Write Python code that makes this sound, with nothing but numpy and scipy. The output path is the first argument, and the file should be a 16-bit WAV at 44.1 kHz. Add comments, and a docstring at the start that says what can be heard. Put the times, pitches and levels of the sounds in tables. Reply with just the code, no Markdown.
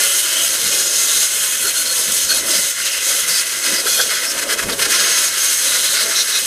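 """Under a car, a blow gun hisses without a break into a hose fitting, close to a mono microphone.
As the hand moves the nozzle, the turbulent jet glances past or hits it in blasts and quick spurts;
it splashes on metal, whistles over edges, sings in pockets and hoots across the bore.
Resonances of the fitting and the underbody colour the noise. Dirt spits out, trapped air puffs,
and stray air rumbles over the microphone."""
import sys
import numpy as np
from scipy import signal
from scipy.fft import rfft, irfft, next_fast_len
from scipy.io import wavfile
from scipy.ndimage import map_coordinates

SR = 44100
rng = np.random.default_rng(int(sys.argv[2]) if len(sys.argv) > 2 else 0)


def transcribe(signal):
    """Save signal, clipped to [-1, 1], as a 16-bit WAV file at the path in sys.argv[1]."""
    frames = np.atleast_2d(signal).T
    limited = np.clip(frames, -1, 1)
    pcm = np.round(limited * 32767).astype(np.int16)
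    wavfile.write(sys.argv[1], SR, pcm)


N = 284930
FRAME = 1024  # samples

# spectrum of stray air: (frequency [Hz], relative level [dB])
DRAUGHT_SPECTRUM = [(15, -7), (35, -3), (70, -1.5), (130, -1), (220, -1), (330, -4.5), (600, -30),
                    (2000, -100)]
# deflected air sweeps over the microphone: (start [s], end [s], added rumble [dB])
DRAUGHT_GUSTS = [(.6, .85, 7), (1.5, 1.75, 3.5), (2.05, 2.5, 7), (4.35, 4.95, 6), (4.62, 4.873, 8.5)]
# puffs of trapped air and spits of dirt:
# (peak time [s], length [s], frequency [Hz], width [Hz], level [dB])
PUFFS_AND_SPITS = [(.655, 0.062, 190, 110, -41.5), (1.172, 0.0066, 6500, 1500, -19),
                   (1.206, .003, 6500, 3500, -14), (1.674, 0.037, 390, 90, -33),
                   (2.103, 0.049, 199, 130, -38.5), (2.123, .006, 6960, 6000, -14),
                   (2.15, 0.0082, 8500, 3500, -16), (2.324, 0.014, 1520, 200, -18.5),
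                   (2.498, 0.035, 333, 90, -33), (2.575, 0.043, 170, 90, -39), (3.32, 0.072, 170, 70, -44),
                   (3.685, 0.024, 300, 170, -34), (3.73, 0.028, 287, 220, -29),
                   (3.86, 0.018, 440, 170, -24.5), (3.874, 0.011, 1480, 200, -18.5),
                   (4.002, 0.017, 1520, 350, -16), (4.0, .025, 564, 350, -27.5),
                   (4.016, .008, 5000, 3000, -14), (4.596, 0.017, 1600, 900, -22),
                   (4.634, 0.011, 1390, 1200, -22.5), (4.696, 0.0094, 1510, 1400, -21.5),
                   (4.70, .12, 280, 200, -35.5), (4.724, .009, 4700, 600, -24),
                   (4.731, 0.012, 3900, 600, -23.5), (4.798, 0.0069, 1700, 2000, -19.5),
                   (4.89, 0.053, 326, 110, -34.5)]
# modes of the fitting's bore: (frequency [Hz], width [Hz])
BORE_MODES = [(1450, 150), (3340, 260), (4280, 200)]
# upper modes of the bore when blown hard: (frequency [Hz], width [Hz], relative level [dB])
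OVERBLOWN_MODES = [(2460, 80, -5.5), (4700, 160, -1), (5200, 120, -2), (5900, 110, 1), (6340, 130, -20),
                   (7000, 80, -11), (7480, 110, -4), (8350, 220, -18), (10400, 250, 0), (11400, 180, 0.5),
                   (13100, 120, -10), (13800, 200, -7)]
# the jet crosses the bore: (start [s], end [s], mode 1 [dB], mode 2 [dB], mode 3 [dB], overblown [dB])
BORE_CROSSINGS = [(1.628, 1.701, -28.5, -36, -26, -43), (1.756, 1.827, -32.5, -42, -26, -44),
                  (1.859, 1.935, -39, -42, -25, -46), (2.291, 2.327, -27.5, -31, -16.5, -31),
                  (2.325, 2.39, -39, -45, -26, -41), (3.861, 3.982, -35, -27.5, -27, -29.5),
                  (3.976, 4.035, -29, -22, -27, -30), (4.111, 4.184, -34, -30, -36, -37)]
# the jet lingers on a gap or pocket: (start [s], end [s], frequency [Hz], width [Hz], level [dB])
POCKET_TONES = [(0.031, .22, 10800, 900, -25.5), (0.017, .47, 3060, 350, -28),
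                (0.357, 0.422, 3100, 350, -22), (0.721, 1.26, 6730, 700, -25.5),
                (1.08, 1.25, 3900, 700, -25.5), (1.331, 1.462, 3150, 500, -31),
                (2.345, 2.39, 10400, 600, -23), (2.4, 3.65, 2023, 160, -33.5),
                (2.505, 2.596, 5000, 800, -22.5), (2.817, 3.017, 2780, 600, -28),
                (3.288, 3.41, 4800, 1100, -22), (3.65, 3.803, 2000, 180, -29.5),
                (3.74, 3.81, 4950, 900, -23), (4.087, 4.25, 2010, 200, -31.5),
                (4.271, 4.324, 5250, 600, -23), (4.985, 5.287, 6530, 300, -24.5),
                (5.374, 5.686, 6400, 350, -24.5), (5.68, 6.048, 3970, 700, -25),
                (5.95, 6.04, 4500, 1800, -22), (6.147, 6.23, 3900, 600, -20),
                (6.156, 6.23, 5900, 1300, -18.5), (6.325, 6.392, 3880, 600, -20.5),
                (6.325, 6.39, 5900, 1300, -24)]
# spectrum of the jet's turbulence: (frequency [Hz], relative level [dB])
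JET_SPECTRUM = [(30, -10), (120, -18.5), (300, -6.5), (500, 0.9), (850, -5.5), (1500, -2), (3000, -5),
                (6000, 0.5), (10500, -0.3), (11700, -3.5), (12800, -9.5), (15200, -15.5)]
# peaks and notches of the fitting and the underbody: (frequency [Hz], width [Hz], gain [dB])
CAVITY_RESONANCES = [(566.5, 77, 6.5), (662, 63, 9.5), (717, 440, -11), (1220, 140, -2.5), (1420, 250, 4),
                     (1906, 206, -10), (2000, 620, 11), (2324, 334, -7.5), (2534, 46, 7.5), (3000, 350, 5),
                     (3270, 120, 5), (4330, 720, 9.5), (4484, 610, -8.5), (5090, 310, 3), (5719, 59, -8),
                     (6140, 430, 4), (6440, 194, 4), (6760, 300, 2.5), (7130, 47, -11.5), (7844, 490, -7.5),
                     (8034, 430, 9.5), (14160, 850, 6)]
# low roar of the spreading air: (time [s], relative level [dB])
ROAR_LEVELS = [(0, -36), (.2, -43), (.76, -38), (1.45, -46.5), (2.05, -41), (2.25, -41), (2.48, -34),
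               (2.75, -47), (3.1, -40), (3.55, -46), (3.7, -37), (4.25, -39.5), (4.7, -32.5), (5.15, -39),
               (5.32, -43), (5.55, -43.5), (5.98, -38.5), (6.46, -44)]
# the jet glances past as the hand wanders, in relative levels:
# (time [s], hiss [dB], splash on flat metal [dB], share on the rim [dB])
GLANCING_FLOW = [(0.0, 1.5, 5.6, -2.3), (0.33, 0.2, 1.2, -1.5), (0.62, 0.5, -1, -0.4),
                 (0.92, -0.45, -2.5, 2), (1.45, 1.4, -3, -2.5), (1.6, -0.5, -3, -4),
                 (1.85, -1.5, -1.0, -1.5), (1.98, 1.6, -3.5, -1.3), (2.44, -5, 0.5, -0.3),
                 (2.92, -3, 2.5, -0.1), (3.55, -3.5, 2.7, -1.5), (4.07, -3.5, 0.9, 0),
                 (4.47, -9.5, 7, -1.8), (4.77, -6.5, -0.5, -1.8), (5.0, -5.5, 10, 0.5),
                 (5.4, -2.1, 4.2, 0.2), (6.2, -2, 3, -2), (6.46, -1.9, -0.8, 1)]
# the jet hits the fitting squarely: (start [s], end [s], added hiss [dB], added splash [dB])
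DIRECT_HITS = [(-0.008, 0.25, 1.9, -6), (0.43, 0.53, 1.7, -2.5), (0.736, 0.84, 1.5, 0.8),
               (0.96, 1.266, 2.0, -1), (1.613, 1.69, 3, -2), (1.77, 1.83, 4, -2.5),
               (2.133, 2.243, 3.5, -2.5), (2.292, 2.406, 4, -1), (2.468, 2.6, 7.2, -2.5),
               (2.602, 2.72, 4.9, -5.5), (3.034, 3.245, 4.5, -4.5), (3.27, 3.425, 5, -2),
               (3.652, 3.807, 3.5, 1.3), (3.866, 4.035, 4, -4.5), (4.103, 4.195, 2, 5.5),
               (4.225, 4.261, 4.0, 2.7), (4.293, 4.328, 6, -2), (4.373, 4.405, 8, 0),
               (4.416, 4.439, 8.5, 0.5), (4.491, 4.546, 7.5, 2.5), (4.58, 4.612, 6.5, 2.1),
               (4.623, 4.645, 5.3, -1), (4.691, 4.707, 6, 9), (4.725, 4.742, 5, 3), (4.79, 4.803, 7.5, 7),
               (4.81, 4.838, 8.5, 4), (4.848, 4.863, 7.5, 3.5), (4.883, 5.28, 5, -3.5),
               (4.912, 4.952, 3.0, 4.5), (5.38, 5.956, 3.5, -4.5), (5.712, 5.785, -1.6, 6),
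               (5.943, 6.045, 1, 3), (6.122, 6.21, 1, 3), (6.3, 6.385, 1, 4)]
# hiss bands of flat metal, narrow slot, rim and edge whistle:
# (centre [Hz], width [octaves], resting gain [dB], splash weight [dB/dB], rim weight [dB/dB])
OBSTACLE_BANDS = [(1600, 0.94, -1.27, 1.0, 0), (3300, 0.26, 0.73, -0.32, 0.15), (5080, 0.4, 0, 0.34, 1.0),
                  (6660, 0.15, -0.5, -0.33, 0)]
# the nozzle is partly covered for a moment: (start [s], end [s], gain [dB])
NOZZLE_CHOKES = [(1.285, 1.31, -2.5), (1.718, 1.747, -1.5), (1.83, 1.863, -1), (2.252, 2.284, -0.5),
                 (2.725, 2.793, -3.5), (3.815, 3.844, -2.5), (4.33, 4.37, 0), (5.29, 5.372, -1)]


def amp(db):
    """Amplitude ratio of a level in decibels."""
    return 10 ** (np.asarray(db) / 20)


def unit_rms(x):
    """The signal scaled to an rms of 1."""
    return x / np.sqrt(np.mean(x ** 2) + 1e-20)


def spectrum_db(points, hz):
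    """Levels interpolated along a logarithmic frequency axis."""
    frequencies, levels = np.transpose(points)
    return np.interp(np.log(hz + 1), np.log(frequencies + 1), levels)


def curves(rows, t):
    """Each column after the time, interpolated at the times t."""
    times, *columns = np.transpose(rows)
    return [np.interp(t, times, column) for column in columns]


def wobble(rate_hz, t):
    """Random modulation: a spline through rate_hz Gaussian knots a second."""
    knots = rng.standard_normal(int(t[-1] * rate_hz) + 4)
    grid = np.arange(0, len(knots) - 1, 1 / 8)
    return np.interp(t * rate_hz, grid, map_coordinates(knots, [grid]))


def swell(t, start, end):
    """Trapezoidal envelope: quicker sweeps of the hand have shorter ramps."""
    ramp_s = 0.017 + 0.071 * (end - start)
    return np.clip(np.minimum(t - start, end - t) / ramp_s + .5, 0, 1)


def gate(t, start, end, ramp_s=.007):
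    """The samples around a span, and a trapezoidal envelope over them."""
    near = (t > start - 2 * ramp_s) & (t < end + 2 * ramp_s)
    return near, np.clip(np.minimum(t[near] - start, end - t[near]) / ramp_s + .5, 0, 1)


def filtered(x, response):
    """Linear filtering: the spectrum is multiplied by a frequency response."""
    size = next_fast_len(len(x) + 2 * FRAME)
    return irfft(rfft(x, size) * response(np.fft.rfftfreq(size, 1 / SR)), size)[:len(x)]


def resonance(hz, centre, width):
    """Resonance curve of a damped oscillator, of height 1."""
    return (hz * width) ** 2 / ((hz * width) ** 2 + (hz ** 2 - centre ** 2) ** 2)


def burst(envelope, centre, width):
    """Random excitation of one resonance, with the shape and energy of the envelope."""
    noise = filtered(rng.standard_normal(len(envelope)), lambda hz: resonance(hz, centre, width))
    return unit_rms(noise * envelope) * np.sqrt(np.mean(envelope ** 2))


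def draught(t, rest_db=-54.5, lumps_db=3.8):
    """Wind noise: deflected air reaches the microphone in lumps of pressure, harder during gusts."""
    noise = filtered(rng.standard_normal(N), lambda hz: amp(spectrum_db(DRAUGHT_SPECTRUM, hz)))
    gust_db = sum(db * swell(t, start, end) for start, end, db in DRAUGHT_GUSTS)
    return unit_rms(noise) * amp(rest_db + gust_db + lumps_db * wobble(18, t))


def puffs_and_spits(t):
    """Transient excitation: escaping air or dirt briefly sounds the pocket that it leaves."""
    out = np.zeros(N)
    for peak, length, centre, width, db in PUFFS_AND_SPITS:
        near = abs(t - peak) < 2 * length
        envelope = np.exp(-2 * ((t[near] - peak) / length) ** 2)
        out[near] += amp(db) * burst(envelope, centre, width)
    return out


def bore_hoots(t):
    """Air-column resonance: flow across the bore drives its low and overblown modes, breathily."""
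    out = np.zeros(N)
    for start, end, *mode_levels, overblown_db in BORE_CROSSINGS:
        near, blow = gate(t, start, end)
        for db, (centre, width) in zip(mode_levels, BORE_MODES):
            out[near] += amp(db) * burst(blow, centre, width)
        for centre, width, db in OVERBLOWN_MODES:
            out[near] += amp(overblown_db + db) * burst(blow, centre, width)
    return out


def pocket_tones(t):
    """Cavity resonance: each pocket sings one hollow, noisy tone while the jet stays on it."""
    out = np.zeros(N)
    for start, end, centre, width, db in POCKET_TONES:
        near, blow = gate(t, start, end)
        out[near] += amp(db) * burst(blow, centre, width)
    return out


def reflections(x, t, strength=.1, drift_s=.00004, count=12):
    """Comb filtering: short echoes from hands, metal and floor drift as the nozzle moves."""
    total = x.copy()
    for rest_delay_s in rng.uniform(0.000997, .009, count):
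        delay_s = rest_delay_s + drift_s * wobble(3, t)
        total += strength * wobble(4.006, t) * map_coordinates(x, [(t - delay_s) * SR])
    return total / np.sqrt(1 + count * strength ** 2)


def turbulence():
    """Source and filter: broadband jet noise coloured by the surrounding cavities, at an rms of 1."""
    def colour(hz):
        cavity_db = sum(db * resonance(hz, centre, width) for centre, width, db in CAVITY_RESONANCES)
        return amp(spectrum_db(JET_SPECTRUM, hz) + cavity_db)
    return unit_rms(filtered(rng.standard_normal(N), colour))


def roar_share(hz, crossover_hz=900):
    """Power crossover: the fraction passed to the roar; the hiss takes the rest."""
    return 1 / (1 + (hz / crossover_hz) ** 6)


def jet_roar(t, gain_db=4.0, low_cut_hz=130):
    """Turbulent mixing: large eddies far from the nozzle radiate an unsteady low roar."""
    roar = filtered(turbulence(), lambda hz: np.sqrt(roar_share(hz)) * hz / np.hypot(hz, low_cut_hz))
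    eddies_db = 1.2 * wobble(18, t)
    return unit_rms(roar) * amp(gain_db + curves(ROAR_LEVELS, t)[0] + eddies_db)


def impingement(t):
    """Jet impingement: direct hits shift the glancing flow's levels; gives hiss, splash, rim in dB."""
    hiss_db, splash_db, rim_db = curves(GLANCING_FLOW, t)
    for start, end, added_hiss_db, added_splash_db in DIRECT_HITS:
        hit = swell(t, start, end)
        hiss_db += added_hiss_db * hit
        splash_db += added_splash_db * hit
    return hiss_db, splash_db, rim_db


def jet_hiss(t, gain_db=-16.5):
    """Flow-obstacle noise: small eddies hiss, and each obstacle weights its own range of eddy sizes."""
    hz, frame_times, spectra = signal.stft(turbulence(), SR, nperseg=FRAME)
    _, splash_db, rim_db = impingement(frame_times)
    colour_db = 0
    for centre, octaves, rest_db, by_splash, by_rim in OBSTACLE_BANDS:
        band = np.exp(-.5 * (np.log2((hz[:, None] + 1) / centre) / octaves) ** 2)
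        flicker_db = 0.95 * wobble(25, frame_times)
        colour_db += band * (rest_db + by_splash * splash_db + by_rim * rim_db + flicker_db)
    coloured = signal.istft(spectra * amp(colour_db), SR, nperseg=FRAME)[1][:N]
    hiss = filtered(coloured, lambda hz: np.sqrt(1 - roar_share(hz)))
    return hiss * amp(gain_db + impingement(t)[0])


def air_jet(t, flutter_db=0.98, crackle_db=0.78):
    """Amplitude modulation: the jet's flapping flutters its hiss and roar; grit makes them crackle."""
    noise = jet_hiss(t) + jet_roar(t)
    modulation_db = flutter_db * wobble(45, t) + crackle_db * wobble(600, t)
    return reflections(noise * amp(modulation_db), t)


def scene():
    """Superposition at one microphone, fed to both channels; chokes throttle jet and pocket tones."""
    t = np.arange(N) / SR
    opening = amp(sum(db * swell(t, start, end) for start, end, db in NOZZLE_CHOKES))
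    mono = opening * (air_jet(t) + pocket_tones(t)) + bore_hoots(t) + puffs_and_spits(t) + draught(t)
    return np.array([mono, mono])


def record(dry, ceiling=.78, hardness=6, top_hz=15330):
    """Soft saturation rounds the highest peaks; a band limit then removes the extreme treble."""
    rounded = dry / (1 + abs(dry / ceiling) ** hardness) ** (1 / hardness)
    return np.array([filtered(channel, lambda hz: hz < top_hz) for channel in rounded])


dry = scene()
out = record(dry)
transcribe(out)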